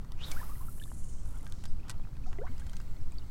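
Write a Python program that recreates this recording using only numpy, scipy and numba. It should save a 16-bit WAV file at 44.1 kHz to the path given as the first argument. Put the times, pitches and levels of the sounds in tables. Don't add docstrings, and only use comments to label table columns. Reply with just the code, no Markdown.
import sys
import numpy as np
from scipy import signal
from scipy.fft import rfft, irfft
from scipy.io import wavfile
from scipy.ndimage import uniform_filter1d
from numba import njit

SR = 44100
rng = np.random.default_rng(int(sys.argv[2]) if len(sys.argv) > 2 else 0)


def wav_out(sig):
    wavfile.write(sys.argv[1], SR, np.round(np.clip(np.atleast_2d(sig).T, -1, 1) * 32767).astype(np.int16))


N = 145530

# time in seconds, pitch in Hz, level in dB.
ROD_WHISTLE = [(.12, 2100, -105), (.175, 2450, -70), (.21, 2820, -55), (.25, 3900, -49), (.285, 3600, -53),
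               (.31, 3480, -57), (.34, 3200, -105)]
WHISTLE_WIDTH_HZ, WHISTLE_FLUTTER_DB = 600, 3
# time in seconds, level in dB.
AIR_RUSH = [(.14, -77), (.22, -52.5), (.28, -51.5), (.33, -51.5), (.38, -53.5), (.5, -58), (.65, -69),
            (.9, -70)]
# frequency in Hz, relative density in dB per Hz.
RUSH_SPECTRUM = [(150, 10), (400, 4.5), (1300, 4), (2500, -4.5), (4000, -6.5), (5300, -3), (7500, -9.5),
                 (16000, -27)]

# time in seconds, middle of the two resonances in Hz, filter width in Hz, level in dB.
LINE_HISS = [(.22, 11000, 8850, -84), (.27, 11500, 9000, -57), (.34, 12700, 7500, -54.5),
             (.5, 12400, 7000, -58.5), (.68, 11300, 5640, -58), (.82, 9900, 4630, -57.5),
             (.96, 8660, 2700, -60.5), (1.14, 7340, 1900, -61), (1.23, 6940, 2200, -67.5),
             (1.28, 8800, 4500, -64.5), (1.47, 7500, 5000, -72), (1.6, 5100, 5200, -64.5),
             (1.8, 4120, 3600, -80.5), (2.17, 4470, 2500, -90), (2.28, 5560, 1700, -65.5),
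             (2.42, 7000, 2500, -83)]
LINE_SPLIT = 1.14
LINE_FLUTTER_DB = 2
SLACK_START_S, SLACK_END_S, SLACK_PER_S = 1.258, 1.495, 60
SLACK_DB, SLACK_TICK_S = -55.5, 0.0022

# start in seconds, body level in dB, middle level in dB, treble level in dB, decay in seconds.
TACKLE_CLICKS = [(.015, -57, -66, -77, 0.00099), (.047, -58.5, -62, -76, 0.0027),
                 (0.12, -40.5, -41.5, -49, 0.00056), (0.315, -49, -36, -39, 0.0033),
                 (1.466, -44, -56, -56, 0.0017), (1.523, -48, -38, -55, 0.00053),
                 (1.638, -49.5, -53.5, -55, 0.0052), (1.654, -47.5, -45, -59, 0.0046),
                 (1.882, -56, -55, -67, 0.0089), (1.896, -39.5, -40, -40, 0.0027),
                 (1.902, -48.5, -41, -52, .003), (1.911, -55, -48, -54, 0.0043),
                 (2.168, -55, -66, -74, 0.0018), (2.329, -45, -57, -68, 0.0019),
                 (2.58, -62, -54, -62, 0.0026), (2.596, -55.5, -73, -57, 0.0098),
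                 (2.666, -54.5, -51.5, -63, 0.0035), (2.696, -55, -50, -54.5, 0.0015),
                 (2.732, -51.5, -54.5, -77, 0.0048), (2.767, -52.5, -48.5, -55, 0.0029),
                 (2.801, -51, -52, -59, 0.0019), (2.815, -64, -60, -55, 0.0018),
                 (3.12, -59, -60, -55, 0.0021)]
ATTACK_S = 0.00057
# pitch in Hz, relative level in dB, time to fall 60 dB in seconds.
METAL_MODES = [(1600, -11.5, 0.076), (1935, -12, 0.059), (5000, -14, 0.037)]
METAL_RING_DB = -26.5
# start in seconds, level in dB ahead of the dulling low-pass, centre in Hz.
GRIP_TAPS = [(0.781, -44.5, 700), (.917, -48.5, 1000), (1.997, -42, 610), (2.051, -50.5, 1110),
             (2.071, -46.5, 910), (2.089, -53, 1000), (2.131, -55, 1200), (2.355, -50.5, 876)]
TAP_DECAY_S, TAP_WIDTH_HZ = 0.0013, 680
# start in seconds, pitch in Hz, level in dB, decay in seconds.
TACKLE_PINGS = [(0.321, 2260, -41.5, 0.0082), (1.678, 5020, -65, .035), (1.68, 8460, -64, 0.029)]

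# time in seconds, level in dB.
WHIRR_LEVEL = [(2.42, -73), (2.52, -65.5), (2.62, -66.5), (2.8, -65.5), (3.05, -70.5), (3.3, -68)]
# frequency in Hz, relative density in dB per Hz.
GEAR_SPECTRUM = [(800, -47), (2000, 8), (3000, -7.5), (4200, 3.5), (5500, -5), (8200, -1), (10000, -9),
                 (16000, -4.5)]
DROPLET_HZ, DROPLET_RING_S, DROPLET_DB = 5195, 0.0026, -7

# start in seconds, first pitch in Hz, rise in octaves per second, ring in seconds,
# level in dB ahead of the wobble.
WATER_BUBBLES = [(.362, 1270, 20.6, 0.023, -41), (.4, 1700, 4.6, 0.008, -39.5), (.413, 950, 10, 0.01, -42),
                 (.43, 1190, 7.9, 0.012, -46.5), (.494, 1066, 10.6, .011, -48),
                 (.515, 1156, 8.9, .0099, -46.5), (.555, 1940, 5.1, 0.0055, -54),
                 (.608, 976, 9.7, .023, -50), (.684, 1290, 7.4, 0.0095, -47.5),
                 (.799, 2990, 3, .004, -46.5), (.815, 1674, 7.3, .01, -51), (.825, 3520, 3.4, 0.0028, -48),
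                 (.838, 3600, 3, 0.0027, -43), (.857, 1120, 7, .0028, -48), (.876, 1720, 6, .008, -59),
                 (1.794, 2300, 22, 0.0094, -57), (1.829, 2450, 15, .006, -56),
                 (2.035, 2440, 8.4, 0.012, -57.5), (2.154, 2450, 8.7, 0.0036, -57.5),
                 (2.238, 2390, 8, 0.0056, -54.5), (2.26, 1264, 7.3, 0.0057, -47),
                 (2.264, 732, 3.5, .026, -50), (2.385, 367.5, 13.4, 0.022, -38.5),
                 (2.385, 675, 8, .012, -45), (2.386, 2065, 3.3, 0.0041, -44.5),
                 (2.407, 1226, 23, .02, -51.5), (2.41, 408, 25, 0.029, -35.5),
                 (2.432, 790, 21.4, .024, -45), (2.466, 1023, 19.6, 0.0087, -41),
                 (2.467, 1570, 13, 0.0039, -41), (2.476, 2076, 5, 0.016, -55),
                 (2.493, 213, 14.6, 0.026, -43), (2.618, 1550, 4.7, 0.013, -56.5),
                 (3.122, 2400, 4, .008, -57), (3.184, 4430, 3, .0028, -42.5), (3.194, 3700, 5.5, .004, -56)]
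BUBBLE_ATTACK_S = 0.0015
WOBBLE_OCTAVES, WOBBLE_DB, WOBBLE_PER_S = .022, 2, 300
SPLASH_S, SPLASH_HZ, SPLASH_WIDTH_HZ, SPLASH_DECAY_S, SPLASH_DB = 2.467, 1290, 650, 0.016, -48
# time in seconds, reference level in dB for wash and fizz.
LAP_LEVEL = [(0, -64), (.3, -62.5), (.45, -56.5), (.62, -60), (1, -99), (1.15, -63.5), (1.32, -56),
             (1.45, -58), (1.55, -59.5), (1.72, -78), (1.85, -55.5), (1.93, -54), (2.05, -75),
             (2.35, -63.5), (2.5, -59.5), (2.7, -64.5), (3, -62.5), (3.3, -64)]
# frequency in Hz, relative density in dB per Hz.
WASH_SPECTRUM = [(200, -27), (450, -6), (900, 1), (1400, 0), (1800, -21), (3000, -11), (8000, -63)]
WASH_DB, WASH_SWAY_DB, WASH_SWAY_PER_S = -6.0, 2.7, 39.34
FIZZ_HZ, FIZZ_RING_S, FIZZ_DB = 1087, 0.019, -13

# frequency in Hz, relative density in dB per Hz.
RUMBLE_SPECTRUM = [(2, -18), (6, 4.5), (12, -1), (25, -17), (50, -18), (100, -25), (160, -32.5),
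                   (300, -43.3), (600, -64.5), (2000, -95)]
RUMBLE_DB = -30.2
# frequency in Hz, relative density in dB per Hz.
HISS_SPECTRUM = [(100, 0), (400, 0), (800, -6), (1350, -9), (1850, -17), (3000, -19.5), (8000, -23),
                 (16000, -25)]
HISS_DB = -64
TOP_HZ = 16050


def rod():
    hz, db = curve(ROD_WHISTLE)
    flutter = undb(WHISTLE_FLUTTER_DB * walk(200))
    whistle = unit(band(hz, WHISTLE_WIDTH_HZ) * flutter)
    rush = undb(curve(AIR_RUSH)[0]) * noise(RUSH_SPECTRUM)
    return undb(db) * whistle + rush


def line():
    hz, width, db = curve(LINE_HISS)
    resonances = band(hz / LINE_SPLIT, width) + band(hz * LINE_SPLIT, width)
    hiss = undb(db) * unit(resonances * undb(LINE_FLUTTER_DB * walk(300)))
    times = np.arange(SLACK_START_S, SLACK_END_S, 1 / SLACK_PER_S)
    ticks = np.zeros(N)
    for start, (late, size) in zip(times, rng.standard_normal((100, 2))):
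        ticks += burst(start + 0.23 * late / SLACK_PER_S, SLACK_TICK_S) * undb(2 * size)
    return hiss + undb(SLACK_DB) * ticks * band(9000, 8000)


def clicks_and_taps():
    body, middle, treble = band(1080, 2760), band(4550, 6400), band(8080, 4100)
    clicks = np.zeros(N)
    for start, body_db, middle_db, treble_db, decay in TACKLE_CLICKS:
        mix = undb(body_db) * body + undb(middle_db) * middle + undb(treble_db) * treble
        clicks += burst(start, decay) * mix
    ring = np.zeros(N)
    for hz, db, t60 in METAL_MODES:
        pole = np.exp((2j * np.pi * hz - np.log(1000) / t60) / SR)
        ring += undb(db) * signal.lfilter([1], [1, -pole], clicks + 1e-18).imag
    taps = sum(undb(db) * burst(start, TAP_DECAY_S) * band(hz, TAP_WIDTH_HZ) for start, db, hz in GRIP_TAPS)
    dull = signal.butter(2, 2500, fs=SR, output="sos")
    return clicks + undb(METAL_RING_DB) * ring + signal.sosfilt(dull, taps)


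def pings():
    t = np.arange(N) / SR
    return sum(undb(db) * burst(start, decay) * np.sin(2 * np.pi * hz * t)
               for start, hz, db, decay in TACKLE_PINGS)


def winding():
    droplets = undb(DROPLET_DB) * fizz(DROPLET_HZ, DROPLET_RING_S, count=260)
    return undb(curve(WHIRR_LEVEL)[0]) * (noise(GEAR_SPECTRUM) + droplets)


def water():
    wash = noise(WASH_SPECTRUM) * undb(WASH_SWAY_DB * walk(WASH_SWAY_PER_S))
    tiny_bubbles = fizz(FIZZ_HZ, FIZZ_RING_S, count=300)
    lapping = undb(curve(LAP_LEVEL)[0]) * (undb(WASH_DB) * wash + undb(FIZZ_DB) * tiny_bubbles)
    splash = undb(SPLASH_DB) * burst(SPLASH_S, SPLASH_DECAY_S) * band(SPLASH_HZ, SPLASH_WIDTH_HZ)
    return ring_bubbles(WATER_BUBBLES) + splash + lapping


def ring_bubbles(rows):
    out = np.zeros(N + SR)
    bend = 2 ** (WOBBLE_OCTAVES * walk(WOBBLE_PER_S))
    swell = undb(WOBBLE_DB * walk(WOBBLE_PER_S))
    for start, hz, rise, ring, db in rows:
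        t = np.arange(int(min(3 * ring, .2) * SR)) / SR
        at = int(start * SR) + np.arange(len(t))
        pitch = hz * 2 ** (rise * np.minimum(t, 1.2 * ring)) * bend[at % N]
        attack = BUBBLE_ATTACK_S * (rise / 10) ** 1.5
        shape = np.minimum(t / attack, 1) * np.exp(-(t / ring) ** 1.5)
        tone = np.sin(2 * np.pi * np.cumsum(pitch) / SR)
        out[at] += undb(db) * shape * swell[at % N] * tone
    return out[:N]


def fizz(centre_hz, ring, count):
    when, size, faintness = rng.random((count, 3)).T
    pitch = centre_hz * 2 ** (2 * size - 1)
    rows = [(w * N / SR, hz, 10, ring * centre_hz / hz, -20 * np.sqrt(faint))
            for w, hz, faint in zip(when, pitch, faintness)]
    return unit(ring_bubbles(rows))


def air():
    return undb(RUMBLE_DB) * noise(RUMBLE_SPECTRUM) + undb(HISS_DB) * noise(HISS_SPECTRUM)


def undb(db):
    return 10 ** (np.asarray(db) / 20)


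def unit(x):
    return x / np.sqrt(np.mean(x ** 2))


def curve(rows):
    rows = np.array(rows, float)
    return [np.interp(np.arange(N) / SR, rows[:, 0], col) for col in rows.T[1:]]


def noise(spectrum):
    hz, db = np.array(spectrum, float).T
    f = np.maximum(np.fft.rfftfreq(N, 1 / SR), 1)
    gain = undb(np.interp(np.log(f), np.log(hz), db))
    return unit(irfft(rfft(rng.standard_normal(N)) * gain, N))


def walk(rate):
    k = max(int(SR / rate), 1)
    steps = np.repeat(rng.standard_normal(N // k + 1), k)
    return unit(uniform_filter1d(uniform_filter1d(steps, k), k)[:N])


@njit
def svf(x, hz, width):
    y, b, l = np.empty(len(x)), 0., 0.
    for i in range(len(x)):
        f = min(hz[i], .45 * SR)
        g = np.tan(np.pi * f / SR)
        k = 2 * np.pi * width[i] / SR / np.sin(2 * np.pi * f / SR)
        v = (b + g * (x[i] - l)) / (1 + g * (g + k))
        b, l, y[i] = 2 * v - b, l + 2 * g * v, k * v
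    return y


def band(hz, width):
    hz, width = hz * np.ones(N), width * np.ones(N)
    source = rng.standard_normal(N) / np.sqrt(width)
    return unit(svf(svf(source, hz, width), hz, width))


def burst(start, decay):
    out, i = np.zeros(N), int(start * SR)
    t = np.arange(min(SR // 5, N - i)) / SR
    out[i:i + len(t)] = np.minimum(t / ATTACK_S, np.exp((ATTACK_S - t) / decay))
    return out


def scene():
    tackle = rod() + line() + clicks_and_taps() + pings() + winding()
    return (tackle + water() + air())[None]


def record(dry):
    return signal.sosfilt(signal.ellip(10, .2, 60, TOP_HZ, fs=SR, output="sos"), dry)


dry = scene()
out = record(dry)
wav_out(out)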